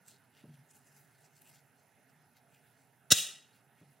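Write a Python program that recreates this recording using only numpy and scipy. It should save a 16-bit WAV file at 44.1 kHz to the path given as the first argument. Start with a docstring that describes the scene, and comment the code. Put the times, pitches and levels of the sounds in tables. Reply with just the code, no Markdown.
"""Clipping a dog's claw

Plier-type clippers cut a claw close to a phone, in a small tiled room. Noise under a swelling envelope
makes the crunch, which ends in a snap; damped modes ring as the steel jaws and a single pulse jolts the hand.
Decaying noise, convolved with crunch and ring, is the answer of the room. Before and after, shaped noise
rustles as fur and fingers, soft bumps and two low modes boom faintly, and filtered noise is the quiet room."""
import sys
import numpy as np
from scipy import signal
from scipy.fft import rfft, irfft
from scipy.io import wavfile
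from scipy.ndimage import uniform_filter1d

SR = 44100
rng = np.random.default_rng(int(sys.argv[2]) if len(sys.argv) > 2 else 0)


def store_wav(level_fs):
    """Save 16-bit WAV to argv[1]."""
    pcm = np.round(np.clip(np.atleast_2d(level_fs), -1, 1) * 32767)
    wavfile.write(sys.argv[1], SR, pcm.T.astype(np.int16))


N = 176400
T = np.arange(N) / SR  # time [s]
F = np.arange(N // 2 + 1) * SR / N + 1e-3  # frequency [Hz], kept above zero for logarithms

# Spectrum of the room noise: (frequency [Hz], relative level [dB])
AIR_SPECTRUM = [(30, -24), (60, -22), (90, -13), (135, 2), (190, -8.5), (270, -9.5), (325, -18.5),
                (400, -7), (480, -14), (690, -8), (930, -13.5), (1080, -22), (1320, -13), (1650, -13.5),
                (2300, -21.5), (2650, -19.5), (3000, -27), (4500, -29.5), (9000, -31), (12500, -33.5),
                (16000, -39.5)]
# Thin bands in the hiss: (frequency [Hz], half width [Hz], level before widening and panning [dB])
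HISS_BANDS = [(10305, 140, -83), (13900, 150, -86)]
# Soft bumps on the floor: (time [s], level [dB], T60 [s])
FLOOR_BUMPS = [(.439, -48, 0.14), (.485, -60, 0.164), (1.972, -62.5, 0.15), (3.813, -53, .16)]
# Spectrum of a bump: (frequency [Hz], relative level [dB])
BUMP_SPECTRUM = [(50, -34), (100, -4.5), (140, 7.5), (250, -2.5), (340, -9), (600, -13), (950, -23),
                 (2000, -45), (8000, -56)]
# Swells of the room's low boom: (time [s], level of the lower mode [dB], half length [s])
BOOM_SWELLS = [(0.45, -56.5, 0.017), (0.502, -53, 0.026), (0.543, -55.5, 0.012), (.605, -59.5, 0.033),
               (0.972, -69, 0.1), (1.514, -66.5, 0.032), (1.997, -75, 0.049), (2.194, -69.5, 0.091),
               (3.87, -67, .06)]
# Strokes through fur: (time [s], level before RUSTLE_DB [dB], fall time [s], centre of scrape [Hz])
FUR_STROKES = [(0.083, -61, 0.025, 7000), (0.114, -64, 0.042, 4300), (.378, -64.5, 0.036, 2800),
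               (0.544, -70, 0.063, 2400), (0.707, -64, 0.017, 8550), (0.766, -63.5, 0.02, 8500),
               (0.874, -70, 0.12, 8100), (0.966, -67, .022, 12500), (1.006, -73, 0.051, 10000),
               (1.183, -72.5, .12, 1700), (1.25, -68.5, 0.011, 6400), (1.363, -66, .025, 6460),
               (1.422, -69, .035, 12600), (1.468, -67, 0.017, 2800), (1.491, -65.5, 0.029, 10400),
               (1.54, -69, .035, 1900), (1.55, -68, .04, 5500), (1.795, -72.5, 0.03, 4500),
               (2.096, -71, .012, 6030), (2.37, -70.5, 0.022, 3800), (2.547, -69, .055, 2600),
               (2.672, -76.5, 0.077, 12000), (2.8, -74.5, 0.048, 4500), (3.55, -70, .035, 4000),
               (3.8, -72.5, 0.041, 3030), (3.92, -73, .02, 11000)]
# Spectrum common to all strokes: (frequency [Hz], relative level [dB])
RUSTLE_SPECTRUM = [(100, -50), (500, -45), (1500, 1.5), (3000, 1), (5000, -2), (8000, -1), (12000, -2.5),
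                   (16000, -5.5)]
# Spectrum of the room's answer: (frequency [Hz], relative level [dB])
ROOM_SPECTRUM = [(90, -32), (135, -16), (200, -26), (290, -32), (390, -19), (480, -23), (570, -17),
                 (730, -17), (1030, -32), (1300, -13), (1620, -11), (2250, -13), (2700, -1), (3250, -1.5),
                 (3800, -2), (4600, -11), (5400, -6), (6800, -5), (10000, -12), (15500, -20)]
# Reverberation of the room: (frequency [Hz], T60 [s])
ROOM_DECAY = [(200, 0.46), (1500, 0.51), (3200, 0.45), (7000, .4), (14000, 0.29)]
# Modes of the steel jaws: (frequency [Hz], level relative to RING_DB [dB], T60 [s])
STEEL_MODES = [(1400, -17, .04), (1630, -8, .06), (2697, -13, .1), (2874, -8, .08), (3420, -11, .08),
               (3825, 0, .07), (4155, -9, .07), (5382, -6, .09), (5675, -10, .08), (6100, -9, .07),
               (6608, -7, .09), (6895, -8, .1), (8040, -8, .07), (10080, -14, .06)]
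# Spectrum of the crunch: (frequency [Hz], relative level [dB])
CRUNCH_SPECTRUM = [(100, -13), (200, -8), (320, -16), (460, -7), (700, -10), (1000, -30), (1300, -7),
                   (1620, 1), (1800, -18), (2020, -2), (2320, -23), (2700, 1), (3200, -4), (3950, 6.5),
                   (4450, -7), (5400, 3), (6800, 1), (9000, -7), (10000, -4), (10600, -13), (11200, -8),
                   (13200, -20), (14400, -18), (15400, -7)]

WIDE_FROM_HZ, WIDE_FULL_HZ, WIDTH = 4400, 7000, .72  # stereo noise widens between these frequencies
RIPPLE_DB, RIPPLE_HZ = 3.5, 44.83  # nearby walls make faint sounds uneven in frequency

AIR_DB, AIR_SIDE, AIR_RIPPLE_DB = -69.5, 0.28, 2.4  # AIR_SIDE: share of side signal in the bass
AIR_PAN_DB = -4.5  # left level relative to right
AIR_WAVER_DB, AIR_WAVER_PER_S = 2, 22

BOOM_HZ, BOOM_WANDER, BOOM_WANDER_PER_S = 144, .05, 50  # wander is a fraction of the frequency
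BOOM_UPPER_HZ, BOOM_UPPER_DB = 236, -13  # a second, weaker room mode

RUSTLE_DB, RUSTLE_GRAIN_DB = -0.87, 4
RUSTLE_ATTACK_SHARE = 0.62  # rise time as a share of the fall time
RUSTLE_CATCH_DB, RUSTLE_CATCH_PER_S = 1.56, 110
STROKE_COLOUR_DB, STROKE_COLOUR_HZ = 2.1, 300  # spectral ripple of each stroke
SCRAPE_DB, SCRAPE_OCTAVES = 9.5, .75  # height and width of each stroke's broad resonance
SCRAPE_SHIFT_DB, SCRAPE_SHIFT_PER_S = 2.3, 35

ROOM_DB, ROOM_BUILD_S, ROOM_HOLD_S, ROOM_SAG_DB_PER_S = -45.5, .014, 0.069, 5
ROOM_RIPPLE_DB, ROOM_RIPPLE_HZ, ROOM_GRAIN_DB = 2.4, 45, 2.5
RING_TO_ROOM_DB = -9  # gain of the ring on its way into the room

JOLT_S, JOLT_HALF_S, JOLT_DB = 3.1235, .0016, -11.5  # JOLT_DB scales a pulse that peaks near 0.32
SNAP_S = 3.1215
RING_DB, RING_LEAD_S, RING_BUILD_S = -14.5, .0085, .011
CRUNCH_START_S, BITE_S = 3.103, 0.0036  # the blades meet the claw and sink in
CRUNCH_DB, CRUNCH_RISE_S, CRUNCH_FALL_S, CRUNCH_SPREAD_DB = -12.5, .0072, 0.0065, 3
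BREAK_S, BREAK_HALF_S, BREAK_DB = 3.1225, .003, -7  # the last fracture; level relative to the crunch

LOW_CUT_HZ, TOP_HZ = 90.6, 15900


def undb(db):
    """Logarithmic level: decibels become an amplitude ratio."""
    return 10 ** (np.asarray(db) / 20)


def unit(x):
    """Normalization: scale to a root-mean-square value of 1."""
    return x / np.sqrt(np.mean(x ** 2))


def along(points, hz):
    """Interpolation of (frequency, value) points on a logarithmic frequency axis."""
    p = np.array(points, float)
    return np.interp(np.log(hz), np.log(p[:, 0]), p[:, 1])


def colour(x, gain):
    """Linear filtering by a gain curve that keeps the power of white noise."""
    return irfft(rfft(x) * unit(gain), N)


def split_bands(spectrum, centres):
    """Filter bank: overlapping triangular bands that add up to the whole."""
    for pick in np.eye(len(centres)):
        yield irfft(spectrum * np.interp(F, centres, pick), N)


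def walk(rate):
    """Low-pass noise: a smooth random drift with an rms of 1."""
    k = int(SR / rate)
    steps = np.repeat(rng.standard_normal(N // k + 1), k)
    smooth = uniform_filter1d(uniform_filter1d(steps, k), k)
    return unit(smooth[:N])


def ripple(depth_db, spacing_hz):
    """Spectral irregularity: random peaks and dips along the frequency axis."""
    knots = np.arange(0, SR / 2, spacing_hz)
    return undb(depth_db * np.interp(F, knots, rng.standard_normal(len(knots))))


def widen(pair, low_side=0):
    """Mid-side stereo: two noises give ears more alike in the bass and wide in the treble."""
    mid, side = pair
    share = np.interp(F, [WIDE_FROM_HZ, WIDE_FULL_HZ], [low_side, WIDTH])
    side = irfft(rfft(side) * share, N)
    return np.array([mid + side, mid - side])


def stereo_noise(low_side=0):
    """Partial coherence: steady white noise spread over both ears."""
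    return widen(rng.standard_normal((2, N)), low_side)


def grains(spread_db, size=12):
    """Granular noise: a random strength for every few samples (size)."""
    strength = np.repeat(undb(spread_db * rng.standard_normal(N // size + 1)), size)[:N]
    return widen(rng.standard_normal((2, N)) * unit(strength))


def fade(age, t60):
    """Exponential decay from age 0, by 60 dB in t60 seconds."""
    return (age >= 0) * np.exp(-np.log(1000) * np.maximum(age, 0) / t60)


def ring(start, modes):
    """Modal superposition: damped sinusoids struck at one moment."""
    age = T - start
    return sum(undb(db) * fade(age, t60) * np.sin(2 * np.pi * hz * age) for hz, db, t60 in modes)


def air():
    """Filtered noise: each band of the room wavers by itself, stronger on the right, with two thin hiss bands."""
    gain = undb(along(AIR_SPECTRUM, F)) * ripple(AIR_RIPPLE_DB, RIPPLE_HZ)
    spectrum = rfft(stereo_noise(AIR_SIDE)) * unit(gain)
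    bed = 0
    for band in split_bands(spectrum, np.geomspace(100, 12000, 24)):
        bed = bed + band * undb(AIR_DB + AIR_WAVER_DB * walk(AIR_WAVER_PER_S))
    hiss = stereo_noise()
    thin = sum(undb(db) * colour(hiss, np.exp(-((F - hz) / width) ** 2)) for hz, width, db in HISS_BANDS)
    pan = undb(np.array([[AIR_PAN_DB], [-AIR_PAN_DB]]) / 2)
    return (bed + thin) * pan


def boom_mode(hz):
    """Frequency modulation: a room mode whose pitch wanders at random."""
    wandering_hz = hz * (1 + BOOM_WANDER * walk(BOOM_WANDER_PER_S))
    return np.sin(2 * np.pi * np.cumsum(wandering_hz) / SR)


def booms():
    """Low room modes: two wavering tones share Gaussian swells."""
    swell = sum(undb(db) * np.exp(-((T - s) / half) ** 2) for s, db, half in BOOM_SWELLS)
    modes = boom_mode(BOOM_HZ) + undb(BOOM_UPPER_DB) * boom_mode(BOOM_UPPER_HZ)
    return np.sqrt(2) * swell * modes  # the root makes a sine's rms 1


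def bumps():
    """Damped impact: soft dull knocks on the floor are decaying noise, coloured low."""
    knocks = sum(undb(db) * fade(T - s, t60) for s, db, t60 in FLOOR_BUMPS)
    return colour(rng.standard_normal(N) * knocks, undb(along(BUMP_SPECTRUM, F)))


def rustles():
    """Friction noise: fingers and clippers brush fur in grainy strokes that catch and slip, shifting in colour."""
    catch = unit(undb(RUSTLE_CATCH_DB * walk(RUSTLE_CATCH_PER_S)))
    fur = rfft(grains(RUSTLE_GRAIN_DB, size=30) * catch) * unit(ripple(RIPPLE_DB, RIPPLE_HZ))
    shape = along(RUSTLE_SPECTRUM, F)
    strokes = 0
    for s, db, length, hz in FUR_STROKES:
        envelope = np.exp(-np.abs(T - s) / (length * np.where(T < s, RUSTLE_ATTACK_SHARE, 1)))
        scrape = SCRAPE_DB * np.exp(-(np.log2(F / hz) / SCRAPE_OCTAVES) ** 2)
        gain = undb(shape + scrape) * ripple(STROKE_COLOUR_DB, STROKE_COLOUR_HZ)
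        strokes = strokes + undb(db) * envelope * irfft(fur * unit(gain), N)
    shifting = 0
    for band in split_bands(rfft(strokes), np.geomspace(1500, 15000, 12)):
        shifting = shifting + band * undb(SCRAPE_SHIFT_DB * walk(SCRAPE_SHIFT_PER_S))
    return undb(RUSTLE_DB) * shifting


def room(x):
    """Reverberation: uneven dense reflections build, hold briefly and die away, the high treble soonest."""
    early = (1 - np.exp(-T / ROOM_BUILD_S)) * undb(-ROOM_SAG_DB_PER_S * np.minimum(T, ROOM_HOLD_S))
    late = np.maximum(T - ROOM_HOLD_S, 0)
    gain = undb(along(ROOM_SPECTRUM, F)) * ripple(ROOM_RIPPLE_DB, ROOM_RIPPLE_HZ)
    wash = rfft(grains(ROOM_GRAIN_DB, size=40)) * unit(gain)
    bands = split_bands(wash, [hz for hz, _ in ROOM_DECAY])
    tail = sum(band * fade(late, t60) for band, (_, t60) in zip(bands, ROOM_DECAY))
    return undb(ROOM_DB) * signal.fftconvolve(x, early * tail, axes=1)[:, :N]


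def jolt():
    """Impulse: the handles jump shut and stop dead in the hand, a short dull knock of two opposite lobes."""
    u = (T - JOLT_S) / JOLT_HALF_S
    return undb(JOLT_DB) * u / (1 + u ** 2) ** 2


def jaws():
    """Damped resonance: the steel jaws start to ring as the claw gives way; the hand soon damps them."""
    start = SNAP_S - RING_LEAD_S
    build = np.clip((T - start) / RING_BUILD_S, 0, 1)
    return undb(RING_DB) * ring(start, STEEL_MODES) * build


def claw():
    """Brittle fracture: grainy noise grows exponentially as the claw crunches, then it breaks."""
    age = T - SNAP_S
    effort = np.exp(-np.abs(age) / np.where(age < 0, CRUNCH_RISE_S, CRUNCH_FALL_S))
    bite = np.clip((T - CRUNCH_START_S) / BITE_S, 0, 1)
    fracture = undb(BREAK_DB) * np.exp(-((T - BREAK_S) / BREAK_HALF_S) ** 2)
    return undb(CRUNCH_DB) * grains(CRUNCH_SPREAD_DB) * (effort * bite + fracture)


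def scene():
    """Superposition: the snap and its reverberation add to the faint sounds of handling."""
    background = air() + booms() + bumps() + rustles()
    crack, steel = claw(), jaws()
    crunch = colour(crack, undb(along(CRUNCH_SPECTRUM, F))) * (T > CRUNCH_START_S)
    answer = room(crack + undb(RING_TO_ROOM_DB) * steel)
    return background + answer + jolt() + steel + crunch


def record(dry):
    """Band limiting: the phone cuts the deep bass and the top."""
    low_cut = signal.butter(N=4, Wn=LOW_CUT_HZ, btype="high", fs=SR, output="sos")
    top_cut = signal.ellip(10, .2, 80, TOP_HZ, fs=SR, output="sos")  # order, ripple [dB], rejection [dB]
    return signal.sosfilt(top_cut, signal.sosfilt(low_cut, dry))


dry = scene()
out = record(dry)
store_wav(out)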